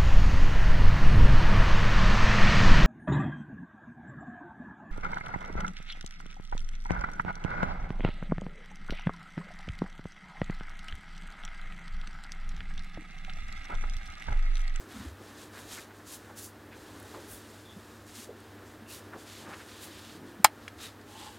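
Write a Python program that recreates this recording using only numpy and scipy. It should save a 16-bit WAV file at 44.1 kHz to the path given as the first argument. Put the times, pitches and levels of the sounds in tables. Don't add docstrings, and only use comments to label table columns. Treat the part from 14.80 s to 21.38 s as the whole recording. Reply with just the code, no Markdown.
import sys
import numpy as np
from scipy import signal
from scipy.fft import rfft, irfft, next_fast_len
from scipy.io import wavfile
from scipy.ndimage import uniform_filter1d

SR = 44100
rng = np.random.default_rng(int(sys.argv[2]) if len(sys.argv) > 2 else 0)


def pcm_store(signal):
    levels = np.round(np.clip(np.atleast_2d(signal), -1, 1) * 32767)
    wavfile.write(sys.argv[1], SR, levels.astype(np.int16).T)


N = 290178
TIME = np.arange(N) / SR

# (frequency [Hz], relative level [dB])
AIR_SPECTRUM = [(20, -19), (40, -11), (65, 0.5), (90, 4), (125, -4), (165, -4.5), (230, 0), (320, 3.5),
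                (700, -5.5), (1100, -6.5), (1750, -6.5), (2150, -14.5), (5000, -22.5), (16000, -29)]
# (frequency [Hz], rms level [dB])
HUM_TONES = [(100, -59.5), (226, -63.5), (300, -63), (13205, -78.5)]
# (frequency [Hz], relative level [dB])
HISS_SPECTRUM = [(900, -21), (2500, -13), (4500, -1.5), (7000, 2.5), (9000, -0.5), (11500, -3.5),
                 (14000, -7.5), (16000, -15)]
RASP_SPECTRUM = [(500, -16), (1200, -0.5), (2300, -1.5), (3700, 2.5), (5000, -3), (8000, -19.5),
                 (16000, -40)]
SHEEN_SPECTRUM = [(4000, -31), (8000, -4), (11300, 0), (12800, -4), (16000, -6)]
# (start [s], end [s], starting level [dB], pressure [0-1])
GLOVE_DRAGS = [(0.0, 0.023, -53, 0), (0.092, 0.303, -53.5, 0.59), (0.404, 0.582, -58.5, 0.63),
               (0.568, 0.665, -51.5, 0.53), (0.728, 0.867, -54.5, .55), (0.87, 1.042, -50, 0.4),
               (1.147, 1.24, -64, 0.2), (1.37, 1.54, -63.5, 0.4), (1.95, 2.278, -59.5, .45),
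               (2.25, 2.855, -56.5, .5), (2.857, 3.257, -62, 0.47), (3.272, 3.34, -52, .33),
               (3.554, 3.73, -64, 0.8), (3.863, 3.933, -60, .35), (4.19, 4.3, -63.5, 0.8),
               (4.38, 4.445, -53.5, 0.37), (4.463, 4.657, -50.5, 0.63), (4.677, 4.916, -55.5, 0.48),
               (4.883, 5.37, -51.5, 0.72), (5.463, 5.515, -58.5, .6), (5.814, 5.876, -59.5, .8),
               (5.991, 6.1, -49.5, .7), (6.28, 6.582, -55.5, .6), (6.377, 6.483, -50, 0.8)]
# (start [s], end [s], hiss [dB], rasp [dB], sheen [dB])
GLOVE_FLICKS = [(0.78, 0.802, -51, -54, -54), (0.918, 0.974, -45.5, -47, -59),
                (1.266, 1.35, -49.5, -56, -64), (1.33, 1.353, -44, -49, -44),
                (1.577, 1.609, -43.5, -51.5, -49), (1.624, 1.672, -47, -61, -47),
                (2.486, 2.573, -56, -76, -49), (3.348, 3.445, -49.5, -52, -57.5),
                (4.09, 4.188, -50, -53, -53.5), (5.014, 5.072, -49.5, -55, -50),
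                (6.018, 6.056, -45, -44, -56)]
# (peak time [s], pitch [Hz], length [s], level [dB])
LOW_THUMPS = [(0.171, 240, 0.011, -41), (0.257, 293, 0.0079, -38), (0.28, 76.4, 0.017, -35.5),
              (0.323, 85, 0.019, -40), (2.972, 194, 0.011, -40), (3.218, 86, .02, -49),
              (3.391, 228, .02, -45), (4.031, 222, .025, -47), (5.603, 203, 0.0094, -35.5),
              (5.648, 131, 0.0027, -25.5)]
# (peak time [s], length [s], centre [Hz], width [Hz], level [dB])
FINGER_SCUFFS = [(0.193, 0.059, 230, 80, -46.5), (0.194, 0.13, 1190, 1200, -53),
                 (0.217, 0.085, 60, 60, -48.5), (0.412, 0.013, 250, 398, -49),
                 (0.773, 0.04, 1190, 1100, -50.5), (0.984, 0.019, 1690, 1000, -47),
                 (1.115, 0.018, 1300, 900, -55), (1.204, .015, 900, 900, -53),
                 (1.506, 0.012, 870, 696, -47.5), (1.937, .025, 1870, 1500, -52.5),
                 (2.347, 0.0044, 686, 700, -42.5), (2.354, 0.022, 786, 700, -46),
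                 (2.372, .035, 480, 400, -47.5), (2.54, .06, 65, 50, -55), (3.501, 0.035, 420, 200, -47),
                 (4.338, 0.015, 1300, 650, -45), (4.355, 0.029, 402, 650, -44.5),
                 (4.69, 0.14, 302, 497, -50), (4.713, 0.068, 1110, 1100, -46),
                 (4.742, 0.012, 1670, 1500, -44.5), (4.811, 0.022, 1540, 1200, -49.5),
                 (5.41, 0.15, 224, 172, -50)]
# (time [s], gain [dB], low edge [Hz], high edge [Hz])
LENS_CONTACTS = [(5.6454, -15, 1100, 7000), (5.6466, 1, 760, 12500), (5.6515, -6, 760, 3200),
                 (5.8793, -25.5, 1400, 3600), (5.8813, -31, 2500, 11000), (6.2125, -42, 3200, 9000),
                 (2.2, -35, 7000, 15000), (2.2275, -35, 7000, 15000), (3.603, -40, 8000, 15000)]
# (frequency [Hz], relative level [dB], t60 [s])
BARREL_MODES = [(870, -19, 0.026), (894, -5, 0.052), (1073, 2, 0.012), (1276, -10, 0.039),
                (1420, -21, 0.037), (1645, -11.5, 0.019), (1846, -11.5, 0.019), (2110, -6.5, 0.013),
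                (2250, -10.5, 0.019), (2450, -17, 0.035), (2710, -14, 0.014), (3140, -25, 0.044),
                (3280, -28, 0.046), (3660, -24, 0.02), (4070, -19.5, 0.041), (4550, -19, 0.029),
                (4970, -10.5, 0.015), (5580, -38, 0.019), (7450, -38, 0.019), (7500, -36, .02),
                (9650, -41, 0.02), (10940, -20, .022), (13800, -24, .022)]
# (low edge [Hz], high edge [Hz], gain [dB], t60 [s])
ROOM_BANDS = [(480, 800, -15.5, 0.14), (1380, 4100, -11.5, 0.07), (3530, 6400, -14.5, 0.051),
              (7000, 16000, -15, 0.052)]
# (peak time [s], length [s], pitch [Hz], level [dB])
CLOTH_SQUEAKS = [(2.903, 0.056, 3500, -57.5), (4.103, 0.041, 2740, -57.5), (6.047, 0.044, 3760, -50.5)]
# (time [s], length [s], level [dB], first pitch [Hz], last [Hz])
DETENT_SKID = (5.6438, .003, -17, 7700, 9000)
# (frequency [Hz], relative level [dB])
GRIT_SPECTRUM = [(500, -42), (2000, -15), (4500, -11), (6500, 1), (8500, -16), (10000, -1.5), (12500, 0.5),
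                 (14500, 4), (16000, -3.5)]
# (peak time [s], length [s], level [dB])
RING_TURN = (6.43, 0.11, -48)
# (frequency [Hz], width [Hz], relative level [dB])
TRACK_MODES = [(850, 83, 2), (1037, 77, -3.5), (3050, 540, -5), (8000, 1500, -10)]


def undb(db):
    return 10 ** (np.asarray(db) / 20)


def unit(x):
    return x / np.sqrt(np.mean(x ** 2))


def colour(x, points):
    hz, db = np.transpose(points)
    size = next_fast_len(len(x))
    bins_hz = np.maximum(np.fft.rfftfreq(size, 1 / SR), 1)
    gain = undb(np.interp(np.log(bins_hz), np.log(hz), db))
    return unit(irfft(rfft(x, size) * gain, size)[:len(x)])


def band(x, low_hz, high_hz, order=2):
    return signal.sosfilt(signal.butter(order, [low_hz, high_hz], "band", fs=SR, output="sos"), x)


def resonance(x, hz, width_hz):
    low_hz = np.hypot(hz, width_hz / 2) - width_hz / 2
    return unit(band(x, low_hz, low_hz + width_hz))


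def wander(rate_hz):
    hold = int(SR / rate_hz)
    steps = np.repeat(rng.standard_normal(N // hold + 1), hold)
    return unit(uniform_filter1d(uniform_filter1d(steps, hold), hold)[:N])


def swell(peak_s, length):
    return 2 ** (-2 * np.minimum(((TIME - peak_s) / length) ** 2, 20))


def room_tone(air_db=-51.5):
    air = colour(rng.standard_normal(N), AIR_SPECTRUM) * undb(air_db + 0.95 * wander(6.8))
    hum = sum(undb(db) * unit(np.sin(2 * np.pi * hz * TIME + 0.28 * wander(4.04)))
              for hz, db in HUM_TONES)
    return air + hum


def fibres(per_s, spread_db):
    slips = rng.random(N) < per_s / SR
    return unit(slips * rng.standard_normal(N) * undb(spread_db * rng.standard_normal(N)))


def slide(start, end, rise_s, fall_s):
    return (1 + np.tanh((TIME - start) / rise_s)) * (1 - np.tanh((TIME - end) / fall_s)) / 4


def pressed(pressure):
    return np.sqrt([1 - pressure, pressure, 0])


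def gloves(grip_db=-69, sag_db_per_s=3, flutter_db=0.64):
    creep = undb(grip_db - 0.5 * wander(5.3))
    power = np.outer(pressed(0.84), creep) ** 2
    for start, end, db, pressure in GLOVE_DRAGS:
        slowing = undb(-sag_db_per_s * np.maximum(TIME - start, 0))
        speed = slowing * slide(start, end, rise_s=0.02, fall_s=0.035)
        power += np.outer(undb(db) * pressed(pressure), speed) ** 2
    for start, end, *levels_db in GLOVE_FLICKS:
        speed = slide(start, end, rise_s=0.017, fall_s=0.031)
        power += np.outer(undb(levels_db), speed) ** 2
    spectra = HISS_SPECTRUM, RASP_SPECTRUM, SHEEN_SPECTRUM
    cloth = sum(gain * colour(fibres(per_s=10000, spread_db=1), spectrum)
                for gain, spectrum in zip(np.sqrt(power), spectra))
    return cloth * undb(flutter_db * wander(70))


def thumps():
    return -sum(np.cos(2 * np.pi * hz * (TIME - peak_s)) * swell(peak_s, length) * undb(db)
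                for peak_s, hz, length, db in LOW_THUMPS)


def fingers():
    out = np.zeros(N)
    for peak_s, length, hz, width_hz, db in FINGER_SCUFFS:
        scuff = resonance(fibres(per_s=5000, spread_db=1), hz, width_hz)
        out += scuff * swell(peak_s, length) * undb(db)
    return out


def barrel_ring(t):
    return sum(undb(db - 60 * t / t60) * np.sin(2 * np.pi * hz * t) for hz, db, t60 in BARREL_MODES)


def clicks(ring_db=-3, crack_db=-10, crack_s=0.0022):
    out = np.zeros(N)
    t = TIME[:SR // 5]
    ring = barrel_ring(t) * undb(ring_db)
    for time_s, db, low_hz, high_hz in LENS_CONTACTS:
        crack = unit(band(rng.standard_normal(len(t)), 2100, 12000, order=1)) * np.exp(-t / crack_s)
        hit = band(ring + crack * undb(crack_db), low_hz, high_hz, order=4)
        start = int(time_s * SR)
        out[start:start + len(t)] += undb(db) * hit[:N - start]
    return out


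def room_tail(x, delay_s=0.0024):
    t = TIME[:SR // 4]
    tail = 0
    for low_hz, high_hz, db, t60 in ROOM_BANDS:
        fade = undb(-60 * t / t60) * (t > delay_s)
        reflections = band(rng.standard_normal(len(t)), low_hz, high_hz)
        tail += undb(db) * reflections * fade / np.linalg.norm(fade)
    return signal.fftconvolve(x, tail)[:N]


def squeaks(relative_width=0.075):
    slips = fibres(per_s=7000, spread_db=3)
    return sum(resonance(slips, hz, relative_width * hz) * swell(peak_s, length) * undb(db)
               for peak_s, length, hz, db in CLOTH_SQUEAKS)


def skid(rise_s=0.0003, fade_s=0.0011, grit_db=3, side_db=2.5):
    start, length, db, start_hz, end_hz = DETENT_SKID
    t = np.maximum(TIME - start, 0)
    attack = 1 - np.exp(-t / rise_s)
    release = np.exp(-np.clip((t - length) / fade_s, 0, 20))
    push = undb(db) * attack * release
    pitch_hz = np.interp(t, [0, length], [start_hz, end_hz])
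    squeal = unit(np.sin(2 * np.pi * np.cumsum(pitch_hz) / SR))
    mid_grit = undb(grit_db) * colour(rng.standard_normal(N), GRIT_SPECTRUM)
    side_grit = undb(side_db) * colour(rng.standard_normal(N), GRIT_SPECTRUM)
    return push * (squeal + mid_grit), band(push * side_grit, 4500, 17000)


def focus_ring():
    peak_s, length, db = RING_TURN
    slips = fibres(per_s=3500, spread_db=3)
    rub = sum(undb(mode_db) * resonance(slips, hz, width_hz) for hz, width_hz, mode_db in TRACK_MODES)
    return unit(rub) * swell(peak_s, length) * undb(db)


def scene():
    skid_mid, side = skid()
    metal = clicks() + skid_mid
    mid = metal + room_tail(metal) + gloves() + squeaks() + fingers()
    mid += thumps() + focus_ring() + room_tone()
    return np.array([mid + side, mid - side])


def record(dry, top_hz=15900):
    low_pass = signal.ellip(10, 0.1, 80, top_hz, fs=SR, output="sos")
    return signal.sosfilt(low_pass, np.clip(dry, -1, 1))


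dry = scene()
out = record(dry)
pcm_store(out)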